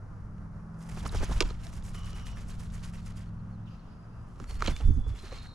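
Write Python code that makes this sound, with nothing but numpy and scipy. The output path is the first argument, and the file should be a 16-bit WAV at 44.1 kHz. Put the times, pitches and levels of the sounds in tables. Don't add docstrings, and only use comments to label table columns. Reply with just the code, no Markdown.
import sys
import numpy as np
from scipy import signal
from scipy.fft import rfft, irfft, next_fast_len
from scipy.io import wavfile
from scipy.ndimage import map_coordinates

SR = 44100
rng = np.random.default_rng(int(sys.argv[2]) if len(sys.argv) > 2 else 0)


def ratio_of_db(decibels):
    return 10 ** (np.asarray(decibels, float) / 20)


def wav_record(signal):
    frames = np.transpose(np.atleast_2d(signal))
    bounded = np.clip(frames, -1, 1)
    quanta = np.round(bounded * 32767).astype(np.int16)
    wavfile.write(sys.argv[1], SR, quanta)


N = 244314
T = np.arange(N) / SR

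# frequency [Hz], level [dB].
TRAFFIC_SPECTRUM = [(140, -25), (230, -10.5), (270, -19), (420, -14.5), (800, -15), (1300, -14),
                    (2500, -35.5), (3500, -43.5),
                    (5700, -38.5), (9000, -49.5), (10000, -41.5), (10900, -51.5), (12200, -57.5),
                 (13200, -76.5), (14500, -96)]
# time [s], level [dB].
TRAFFIC_LEVEL = [(0.0, -63), (.7, -62.5), (1.39, -56.5), (1.56, -63), (3.5, -64), (4.15, -62.5),
                 (4.9, -64.5), (5.54, -63)]
# time [s], shaft rate [Hz], fifth order [dB], other orders [dB].
ENGINE_RUN = [(0, 20.29, -46.5, -61.5), (.37, 20.44, -46.5, -48.5), (1, 20.86, -54, -47.5),
              (1.6, 21.07, -47.5, -50), (2.5, 21.26, -48, -50), (3, 21.23, -46, -48.5),
              (3.65, 21.54, -43.5, -48.5), (3.78, 21.5, -60.5, -55.5), (4.15, 22, -49, -59),
              (4.35, 21.98, -54, -68), (5.54, 22.25, -62, -70)]
# multiple of the shaft rate, level [dB].
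ENGINE_ORDERS = [(2, -16), (3, -2.5), (5, 3), (6, -2.5), (7, -9.5), (8, 4), (9, -8.5), (10, -2), (13, -26),
                 (15, -22)]
# start [s], end [s], first pitch [Hz], last pitch [Hz], level [dB].
WHISTLES = [(4.468, 4.535, 4420, 4390, -69.5), (4.525, 4.615, 4390, 4360, -73),
            (4.718, 4.795, 3500, 3490, -66), (4.795, 4.825, 3490, 3480, -73),
            (4.832, 4.935, 3465, 3495, -74), (4.935, 4.97, 3450, 3430, -79),
            (4.978, 5.032, 3425, 3445, -77), (5.03, 5.11, 3415, 3430, -73), (5.112, 5.2, 3440, 3420, -74),
            (5.2, 5.235, 3415, 3410, -78), (5.19, 5.295, 4170, 4265, -70.5), (4.72, 4.82, 4390, 4390, -79),
            (4.825, 4.95, 4390, 4400, -86)]
# start [s], end [s], pitch [Hz], level [dB], blur [Hz].
NOTES = [(3.78, 3.87, 2680, -81, 300), (4.02, 4.09, 2600, -79, 260), (4.1, 4.2, 2660, -78.5, 260),
         (4.21, 4.29, 2650, -79, 260), (4.275, 4.315, 3060, -77, 250), (3.7, 3.82, 4880, -81, 300),
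         (3.87, 3.985, 4930, -78, 230), (3.99, 4.06, 4930, -77, 200), (4.08, 4.17, 4900, -79.5, 300),
         (4.165, 4.27, 4930, -80.5, 280), (3.87, 4.02, 2620, -83, 300), (3.67, 3.692, 2900, -68, 500),
         (3.665, 3.685, 3400, -70, 500), (5.32, 5.39, 6240, -73, 150), (4.85, 4.92, 6200, -74, 130),
         (4.91, 4.985, 6290, -73, 150), (5.3, 5.36, 3960, -64, 300)]
# start [s], top pitch [Hz], length [s], level [dB].
CHIPS = [(3.016, 4400, .03, -63), (3.132, 4350, .028, -64), (3.272, 4380, .04, -67),
         (3.386, 4420, .035, -68), (3.524, 4400, .055, -66), (3.655, 3900, .036, -69),
         (3.712, 2700, .03, -65), (3.745, 2700, .03, -65), (3.716, 4950, .024, -66),
         (3.792, 4350, .032, -64), (3.795, 4950, .02, -70), (3.908, 4400, .04, -70)]
# frequency [Hz], level [dB per Hz].
RASP_SPECTRUM = [(1800, -13.5), (2700, 5), (3900, -3), (5000, -5), (6500, -9.5), (9000, -26)]
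# start [s], end [s], first pitch [Hz], last pitch [Hz], level [dB].
CROAK_BANDS = [
    (1.95, 2.27, 1170, 1210, -58),
    (1.94, 2.22, 2970, 2930, -58.5),
    (2.2, 2.36, 2930, 2900, -61.5),
    (1.94, 2.38, 5700, 5640, -67),
    (5.18, 5.33, 4100, 4060, -64),
    (5.22, 5.4, 3720, 3780, -67),
    (5.3, 5.6, 4130, 4180, -60),
    (5.31, 5.6, 4330, 4370, -65),
    (5.38, 5.6, 3790, 3770, -63.5),
]
# frequency [Hz], correlation [0 to 1].
FAR_LIKENESS = [(60, 0.92), (150, 0.85), (290, 0.73), (640, 0.56), (1400, 0.55), (2600, 0.28), (6800, 0.73),
                (15000, 0.29)]

# time [s], rumble level [dB].
BREEZE = [(0, -52), (.12, -43), (.85, -50.5), (1.2, -32), (1.6, -38), (2.79, -39), (4.1, -51),
          (4.35, -48.5), (4.6, -38), (5.2, -45.5), (5.43, -41), (5.54, -52)]
# time [s], rumble level [dB], width [ms], flutter below rumble [dB].
DRAUGHTS = [(.94, -38, 74, 19.5), (1.05, -38, 78, 12), (1.147, -32, 26, 14), (1.18, -27, 40, 43),
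            (1.219, -26.5, 43, 22), (1.309, -28.5, 38, 15), (1.37, -23.5, 18, 31), (1.42, -43, 35, 18.5),
            (1.45, -28.5, 52, 17), (4.21, -42.5, 76, 28), (4.42, -44, 44, 5.5), (4.57, -34.5, 145, 33),
            (4.63, -49, 92, 9), (4.703, -27, 68, 18.5), (4.85, -25.5, 34, 28), (4.892, -18.5, 68, 21),
            (4.983, -24.5, 56, 18), (5.091, -28.5, 68, 26)]
# frequency [Hz], level [dB].
RUMBLE_SPECTRUM = [(10, -10), (25, -4.5), (45, -4), (90, -12), (160, -26.5), (300, -33), (500, -95)]
# frequency [Hz], level [dB].
FLUTTER_SPECTRUM = [(50, -27), (90, 2.5), (160, -1.5), (280, -10), (450, -27), (900, -67.5)]
# time [s], left minus right [dB].
WASH_PAN = [(0, -1), (4.4, 0.5), (4.9, -6), (5.54, 1.5)]

# time [s], peak [dB], brightest pitch [Hz], knock in the wood [dB], scratch beside the ring [dB].
GRIPS = [(0.382, -49, 1000, -14, -10), (0.743, -57.5, 4800, -16, -4), (0.971, -49, 1100, -15, -1),
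         (0.9763, -38, 2460, -22, -7), (1.124, -36, 1300, -5, -9), (1.135, -38, 1490, -6, -6),
         (1.148, -39, 1313, -6, -6), (1.318, -40, 1100, -9, -1), (1.4053, -13.5, 3940, -9.5, 0),
         (1.4055, -15, 2404, -20.5, -2), (1.4054, -25, 5530, -21, -2.5), (1.408, -23, 1740, -3, 1.5),
         (1.4113, -24, 3270, -3.5, 0.5), (1.416, -32, 2820, -5, 0), (1.418, -32, 4670, -4, -3),
         (1.4222, -29.5, 3800, -8, 2.5), (1.4243, -26.5, 3350, -5, 0), (1.455, -39.5, 4580, -4, -6),
         (1.488, -41, 4700, -7, -6), (1.491, -42, 4900, -7, -6), (1.504, -33.5, 4230, -4.5, -8),
         (1.668, -44, 3870, -9, 3), (1.8248, -46.5, 3340, -6, -3), (1.946, -39, 1910, -12, -4),
         (2.033, -46, 3300, -20, -1), (2.045, -45, 6300, -16, -2), (2.131, -43, 4130, -4, 0),
         (2.214, -46, 6390, -20, -3), (2.268, -39, 1820, -24, -1.5), (2.371, -38, 1670, -19, -10),
         (3.1713, -48.5, 4848, -20, -2), (3.18, -51, 4730, -18, 1)]
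# time [s], peak [dB], brightest pitch [Hz], knock in the wood [dB], scratch beside the ring [dB].
PUSH_OFF = [(4.359, -60, 2580, -8, 0), (4.4, -45.5, 2260, 7.5, 1), (4.441, -40.5, 2300, -4, -2),
            (4.509, -41.5, 4330, -11, 0), (4.6064, -33.5, 2100, -4.5, -8), (4.6178, -44, 1300, 11, -10),
            (4.6222, -25.5, 4120, 8, -2.5), (4.6611, -30, 5960, -12, 2), (4.6642, -23.5, 3350, -13, -14),
            (4.6725, -23.5, 2270, -17, -4), (4.675, -22.5, 4050, -25, -7), (4.6796, -20.5, 3014, -18, -14),
            (4.679, -22.5, 2320, -15, -13), (4.683, -25, 4240, -23, -20), (4.6963, -32.5, 3060, -14, -10),
            (4.764, -28, 2330, -16, -7), (4.809, -38, 2800, -9, -4), (4.968, -58, 3450, -14, 1),
            (5.324, -44, 1820, -15, -2)]
# frequency [Hz], level [dB].
SCRATCH_SPECTRUM = [(600, -34), (1300, -5), (2300, 3.5), (4200, 1), (7000, -2.5), (9000, -16.5),
                    (12500, -28), (16000, -46)]
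# frequency [Hz], width [Hz], level [dB].
BOARD_MODES = [(383, 170, 4.5), (537, 500, -5.5), (953, 60, 1.5)]
# frequency [Hz], width [Hz], level [dB].
RIM_MODES = [(1265, 180, 6.5), (2310, 410, -24)]

# time [s], level [dB].
RUSTLE = [
    [(0.76, -110), (1.16, -54.5), (1.49, -68.5), (3.04, -71), (3.3, -77.5)],
    [(4.3, -83), (4.578, -79), (5.54, -73.5)],
]
# time [s], swish [dB], width [ms], dullness as lower air over swish [dB].
LANDING = [(0.822, -59.5, 42, -5), (0.856, -63, 42, 1.5), (0.895, -52, 8.6, -1.5), (0.918, -54, 15, 0.5),
           (0.947, -59, 41, 1.5), (0.99, -52.5, 36, 2), (1.032, -54, 19, 1), (1.061, -48.5, 13, 5),
           (1.078, -45, 11, -10.5), (1.094, -57.5, 9.5, -2), (1.123, -50, 13, -20), (1.153, -50.5, 16, -4),
           (1.167, -48, 19, 1), (1.18, -64, 9.9, -1), (1.225, -53.5, 50, 6.5), (1.244, -44, 15.4, -7),
           (1.296, -52.5, 30, 3), (1.328, -48.5, 25, 2.5), (1.371, -55, 46, 4.5), (1.46, -60, 83, 9),
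           (1.503, -66, 18, 4), (1.61, -63.5, 19, 3)]
# time [s], swish [dB], dullness [dB], return stroke below [dB].
BALANCING = [(1.645, -52.5, -3.5, 8), (1.737, -56.5, -2.5, 2), (1.855, -54, -3.5, 2.5),
             (1.952, -54.5, 0.5, 4.5), (2.065, -55.5, 1.5, 5.5), (2.167, -56.5, 3, 3), (2.275, -53, 0.5, 9),
             (2.38, -56, 1, 4.5), (2.5, -52.5, -3, 10), (2.608, -54.5, -2, 6), (2.742, -53.5, -2.5, 8.5),
             (2.847, -52.5, 1, 11), (2.95, -55, 0.5, 13), (3.069, -55, -2.5, 10), (3.18, -57, 0, 9)]
# time [s], swish [dB], width [ms], dullness [dB].
LEAVING = [(4.32, -77, 193, -14), (4.424, -65.5, 56, 2), (4.509, -54.5, 40, -0.5), (4.555, -58, 29, 4),
           (4.619, -55, 36, 4.5), (4.651, -52, 17, 10.5), (4.697, -49.5, 35, 8), (4.715, -57.5, 39, 5),
           (4.768, -56, 23, -1), (4.793, -60.5, 72, 6.5), (4.84, -67, 51, 1), (4.903, -66, 124, -3),
           (5.1, -64, 40, 3), (5.18, -61, 46, 6.5), (5.26, -61, 55, 9.5), (5.347, -60.5, 48, 9.5),
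           (5.385, -69.5, 47, 13), (5.44, -64, 48, 8.5)]
# time [s], peak [dB], left minus right [dB], swell [ms].
CLAPS = [(0.973, -34.5, -1, 3.3), (1.036, -41.5, -5, 5), (1.055, -32.5, -1, 6), (1.135, -39, 2, 5),
         (1.149, -29, -4, 3.65), (1.215, -33, -3, 9.3), (1.23, -30.5, -1.5, 3.7), (1.297, -34, -2, 4),
         (1.313, -34.5, -3, 3.1), (4.402, -44.5, -15, 3.2), (4.507, -43.5, -11, 8.1),
         (4.68, -21, -7.5, 3.33), (4.704, -38, -7, 7.4), (4.807, -35.5, -1, 5.5), (5.068, -48, -13, 3.8),
         (5.242, -44.5, 0, 7.9), (5.326, -38, 2, 2.6)]
# start [s], end [s], first pitch [Hz], last pitch [Hz], level [dB].
QUILLS = [(1, 1.014, 3800, 2700, -52), (1.088, 1.098, 5600, 3000, -47), (1.163, 1.18, 3600, 2600, -50),
          (1.177, 1.186, 5830, 3100, -45), (1.185, 1.194, 2700, 2400, -52), (1.157, 1.168, 5900, 5300, -50),
          (1.058, 1.067, 620, 1500, -37.5), (1.146, 1.154, 490, 1450, -45), (1.231, 1.24, 900, 2150, -41.5),
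          (1.314, 1.323, 510, 1190, -40.5), (1.243, 1.253, 7100, 4800, -45),
          (4.707, 4.721, 6240, 4760, -54), (4.707, 4.723, 2400, 1700, -49)]
# time [s], pitch [Hz], length [ms], peak [dB], left minus right [dB].
PUFFS = [
    (1.66, 695, 23, -49.5, -8),
    (4.398, 383, 27, -47.5, -10),
    (4.81, 888, 28, -49, -2),
    (5.062, 476, 28, -49.5, -11),
    (5.138, 400, 12, -48, 0),
    (5.236, 380, 18, -44.5, 0),
    (5.32, 533, 22, -40, -1),
]
# frequency [Hz], level [dB per Hz].
SWISH_SPECTRUM = [(2500, -49), (5000, -1.5), (7500, -1.5), (8400, -4.5), (9800, -3), (11000, -9),
                  (13500, -18.5), (15800, -47)]
# frequency [Hz], level [dB].
WHOOSH_SPECTRUM = [(1500, -23), (2900, -2), (4200, -3.5), (5700, -7), (7500, -11), (11000, -46.5)]
# frequency [Hz], level [dB].
MID_AIR_SPECTRUM = [(300, -5.5), (600, -8.5), (1200, -4), (2200, -5.5), (3000, -9.5), (6000, -43.5)]
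# frequency [Hz], level [dB].
LOW_AIR_SPECTRUM = [(150, 3), (330, 1.5), (700, -1.5), (1300, -7), (2500, -20), (5000, -53.5)]
# frequency [Hz], correlation [0 to 1].
NEAR_LIKENESS = [(300, 0.72), (1400, 1), (3000, 0.63), (7000, 0.96), (15000, 0.83)]
# frequency [Hz], left minus right [dB].
NEAR_LEAN = [(200, -2), (380, -11.5), (700, -5.5), (1300, -4), (2400, -1.5), (4400, -3), (8000, -1),
             (15000, 2.5)]
# frequency [Hz], phase [radians].
PORT_LEAD = [(150, 0.017), (330, 0.3), (900, -0.36), (2600, -0.65), (4200, -0.69), (6500, -0.37),
             (11500, .2)]


def unit(x):
    return x / np.sqrt(np.mean(x ** 2) + 1e-20)


def along(points, hz):
    f, v = np.transpose(points)
    return np.interp(np.log(hz + 1), np.log(f + 1), v)


def curves(rows, outside=None):
    s, *columns = np.transpose(rows)
    return [np.interp(T, s, column, outside, outside) for column in columns]


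def wobble(rate, size=N):
    knots = rng.standard_normal(int(size * 500 / SR) + 4)
    return map_coordinates(knots, [T[:size] * min(rate, 500)])


def gate(start, end, edge):
    return np.clip(np.minimum(T - start, end - T) / edge, 0, 1)


def filtered(x, response):
    m = next_fast_len(N + SR // 4)
    return irfft(rfft(x, m) * response(np.fft.rfftfreq(m, 1 / SR)), m)[..., :N]


def causal(points):
    def response(hz):
        cepstrum = irfft(np.log(ratio_of_db(along(points, hz))))
        half = len(cepstrum) // 2
        return np.exp(rfft(np.r_[cepstrum[:1], 2 * cepstrum[1:half], np.zeros(len(cepstrum) - half)]))
    return response


def resonances(modes):
    def response(f):
        return sum((-1) ** k * ratio_of_db(db) * 1j * f * width / (center * center - f * f + 1j * f * width)
                   for k, (center, width, db) in enumerate(modes))
    return response


def rush(spectrum, likeness):
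    def mid_side(hz):
        turn = np.arccos(np.clip(along(likeness, hz), -1, 1)) / 2
        return ratio_of_db(along(spectrum, hz)) * np.array([np.cos(turn), np.sin(turn)])
    mid, side = filtered(rng.standard_normal((2, N)), mid_side)
    return unit(np.array([mid + side, mid - side]))


def panned(pan_db):
    return ratio_of_db(np.array([pan_db / 2, -pan_db / 2]))


def lean_near(sound):
    return filtered(sound, lambda hz: panned(along(NEAR_LEAN, hz)))


def add(out, s, sound):
    part = out[:, round(s * SR):][:, :sound.shape[1]]
    part += sound[:, :part.shape[1]]


def sine(hz):
    return np.sin(2 * np.pi * np.cumsum(hz) / SR)


def tone(hz, gain, blur_hz):
    turn = 2 * np.pi * np.cumsum(hz) / SR
    waver = lambda: wobble(blur_hz, size=len(hz))
    return np.array([gain * (waver() * np.cos(turn) + waver() * np.sin(turn)) for _ in range(2)])


def swells(s, db, ms, rise=1.004, fall=0.96):
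    coarse = T[::32]
    late = (coarse - s[:, None]) / (ms[:, None] * 0.00053)
    bells = np.exp(-(late * np.where(late < 0, rise, fall)) ** 2)
    return np.interp(T, coarse, (ratio_of_db(2 * db[:, None]) * bells).sum(0))


def traffic():
    drift_db = 0.4 * wobble(3) + 0.7 * wobble(25)
    level = ratio_of_db(curves(TRAFFIC_LEVEL)[0] + 5.0 + drift_db)
    return level * rush(TRAFFIC_SPECTRUM, FAR_LIKENESS)


def engine():
    shaft_hz, fifth_db, other_db = curves(ENGINE_RUN)
    turn = 2 * np.pi * np.cumsum(shaft_hz) / SR
    drone = np.zeros(N)
    for order, order_db in ENGINE_ORDERS:
        level_db = (fifth_db if order == 5 else other_db) + order_db + 1.2 * wobble(5)
        drone += ratio_of_db(level_db) * np.sin(order * turn + 1.5 * wobble(4.114))
    return panned(-0.17)[:, None] * drone


def whistles():
    fade_db, break_db, waver_hz = 2, 1.1, 16
    out = np.zeros((2, N))
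    for start, end, first_hz, last_hz, db in WHISTLES:
        hz, sag_db = curves([(start, first_hz, 0), (end, last_hz, -fade_db)])
        gain = ratio_of_db(db + 11.5 + sag_db + break_db * wobble(28.29)) * gate(start, end, 0.0097)
        hz = hz + waver_hz * wobble(30)
        out += gain * sine(hz) + 0.45 * tone(hz, gain, blur_hz=120)
    return out


def notes():
    out = np.zeros((2, N))
    for start, end, hz, db, blur_hz in NOTES:
        on = slice(round(start * SR), min(round(end * SR), N))
        pitch = np.full(len(T[on]), hz)
        break_db = np.clip((-60 - db) / 6, 1, 2)
        broken = ratio_of_db(db + break_db * wobble(25, size=len(pitch)))
        out[:, on] += tone(pitch, broken * gate(start, end, 0.0037)[on], blur_hz)
    return out


def chips():
    fall_hz_per_s = 33000
    out = np.zeros((2, N))
    for s, top_hz, length, db in CHIPS:
        u = np.arange(round(length * SR)) / (length * SR)
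        hz = top_hz - (top_hz > 3000) * fall_hz_per_s * length * u ** 2.3
        gain = ratio_of_db(db + 1 - 26 * u) * np.sin(np.pi * u) ** 0.5
        add(out, s, 0.95 * gain * sine(hz) + 0.5 * tone(hz, gain, blur_hz=400))
    return out


def rasp():
    breath = ratio_of_db(-79.0) * gate(3.0, 4.45, 0.032) + ratio_of_db(-78) * gate(3.66, 3.96, 0.026)
    breath += ratio_of_db(-76) * gate(3.655, 3.77, 0.015) + ratio_of_db(-67) * gate(1.93, 2.39, 0.03)
    return breath * rush(RASP_SPECTRUM, FAR_LIKENESS)


def croak():
    pulse_hz, depth, fade_db, spread_hz = 45.5, 0.3, 2.5, 250
    pulse = 1 + depth * np.cos(2 * np.pi * pulse_hz * T + wobble(8.8))
    out = np.zeros((2, N))
    for start, end, first_hz, last_hz, db in CROAK_BANDS:
        hz, sag_db = curves([(start, first_hz, 0), (end, last_hz, -fade_db)])
        gain = ratio_of_db(db + sag_db) * pulse * gate(start, end, 0.007)
        left, right = tone(hz, gain, spread_hz)
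        core = gain * sine(hz + 60 * wobble(90))
        out += 0.7 * core + 0.8 * np.array([left, 0.7 * left + 0.7 * right])
    return out


def downwash():
    breeze_flutter_db, flutter_narrows = -60.5, 0.54
    s, db, ms, below_db = np.transpose(DRAUGHTS)
    slow = np.sqrt(ratio_of_db(2 * curves(BREEZE)[0]) + swells(s, db, ms))
    quick = np.sqrt(ratio_of_db(2 * breeze_flutter_db) + swells(s, db - below_db, flutter_narrows * ms))
    pressure = np.tanh(0.6 * rush(RUMBLE_SPECTRUM, [(50, 0.9)]))
    smooth = filtered(pressure, lambda hz: 1 / (1 + (hz / 170) ** 4))
    rumble = ratio_of_db(-0.5) * slow * unit(smooth)
    lumps = ratio_of_db(1.1 * wobble(30)) * rush(FLUTTER_SPECTRUM, [(100, 1.0), (300, 0.74)])
    flutter = ratio_of_db(9.0) * quick * unit(lumps)
    return panned(curves(WASH_PAN)[0]) * (rumble + flutter)


def seeds():
    when, size = rng.random((2, 90))
    ticks = np.bincount((when * N).astype(int), ratio_of_db(-73 + 5 * size ** 2), N)
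    burst = rng.standard_normal(SR // 100) * ratio_of_db(-60 * T[:SR // 100] / 0.0027)
    husk = [(2500, -21.5), (6000, -3.5), (13000, -32.0)]  # (Hz, dB)
    return filtered(signal.fftconvolve(ticks, burst)[:N], lambda hz: ratio_of_db(along(husk, hz)))


def claws():
    rings, scratches, boards, rims = np.zeros((4, 2, N))
    t = np.arange(SR // 40) / SR
    touches = [(*row, 0.013, 0.46, -1.8) for row in GRIPS]
    touches += [(*row, 0.015, -14.5, 0.61) for row in PUSH_OFF]
    draws = rng.standard_normal((len(touches), 3, len(t)))
    for touch, (shared, left, right) in zip(touches, draws):
        s, db, hz, knock_db, scratch_db, t60, board_db, rim_db = touch
        onset = (1 - np.exp(-t / 0.00032)) * (1 + 1.12 * np.exp(-t / 0.0013))
        fade = ratio_of_db(db - 7.5 - 60 * t / t60) * onset
        ring = np.sin(2 * np.pi * hz * t + np.cumsum(shared) * 0.06)
        add(rings, s, 0.95 * fade * ring[None])
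        add(scratches, s, 2.04 * ratio_of_db(scratch_db) * fade * (shared + 0.36 * np.array([left, right])))
        add(boards, s + 0.00439, ratio_of_db([[db + knock_db + board_db + 34.0]]))
        add(rims, s + 0.00057, ratio_of_db([[db + knock_db + rim_db + 30.0]]))
    knocks = filtered(boards, resonances(BOARD_MODES)) + filtered(rims, resonances(RIM_MODES))
    wood = filtered(knocks, lambda hz: 1 / (1 + 1j * hz / 2200) ** 2)
    return lean_near(rings + filtered(scratches, causal(SCRATCH_SPECTRUM)) + wood)


def strokes():
    down_ms, return_ms, return_lag_s = 23.4, 35.6, 0.033
    return_dulls = 0.77
    down = [(s, db, down_ms, dull) for s, db, dull, below in BALANCING]
    back = [(s + return_lag_s, db - below, return_ms, dull + return_dulls * below)
            for s, db, dull, below in BALANCING]
    return np.transpose(LANDING + down + back + LEAVING)


def feathers():
    s, db, ms, dull_db = strokes()
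    rustle = sum(ratio_of_db(2 * curves(rows, outside=-120)[0]) for rows in RUSTLE)

    def layer(level_db, rustle_share, spectrum):
        crackle = ratio_of_db(2.3 * wobble(300) + 1.83 * wobble(60))
        return np.sqrt(swells(s, level_db, ms) + rustle_share * rustle) * crackle * rush(spectrum, NEAR_LIKENESS)

    swish = layer(db - 4.0, 0.24, SWISH_SPECTRUM)
    whoosh = layer(db + dull_db - 7.0, 1.0, WHOOSH_SPECTRUM)
    body = layer(db + 0.87 * dull_db - 2.0, 1.3, MID_AIR_SPECTRUM)
    return swish + whoosh + body


def quills():
    out = np.zeros((2, N))
    for start, end, first_hz, last_hz, db in QUILLS:
        u = np.linspace(0, 1, round((end - start) * SR))
        hz = first_hz + (last_hz - first_hz) * u
        gain = ratio_of_db(db) * np.sin(np.pi * u)
        add(out, start, 0.9 * tone(hz, gain, blur_hz=475)[:1] + 0.55 * gain * sine(hz))
    return out


def claps():
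    out = np.zeros((2, N))
    air = rush(LOW_AIR_SPECTRUM, [(500, 1.0)])
    for s, peak_db, pan_db, swell_ms in CLAPS:
        u = T[:SR // 16] * 1000 / swell_ms
        swell = ratio_of_db(peak_db - 2.0) * u ** 2 * np.exp(-u)
        add(out, s - 1.83 * swell_ms / 1000, panned(pan_db)[:, None] * swell)
    return out * air


def puffs():
    out = np.zeros((2, N))
    for s, hz, ms, db, pan_db in PUFFS:
        u = np.linspace(0, 1, round(ms * SR / 1000))
        note = sine(hz * (1 - 0.13 * u)) * np.sin(np.pi * u ** 0.52) ** 2
        add(out, s, ratio_of_db(db) * panned(pan_db)[:, None] * note)
    return out


def wings():
    return lean_near(feathers() + quills()) + claps() + puffs()


def scene():
    far = traffic() + engine() + whistles() + notes() + chips() + rasp() + croak()
    return far + downwash() + seeds() + claws() + wings()


def band_limit(x):
    return signal.sosfilt(signal.butter(12, 15980, fs=SR, output="sos"), x)


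def record(dry):
    top_hz = 15730
    sides = np.array([[1], [-1]])
    ports = filtered(dry, lambda hz: (hz < top_hz) * np.exp(0.5j * along(PORT_LEAD, hz) * sides))
    return band_limit(ports)


dry = scene()
out = record(dry)
wav_record(out)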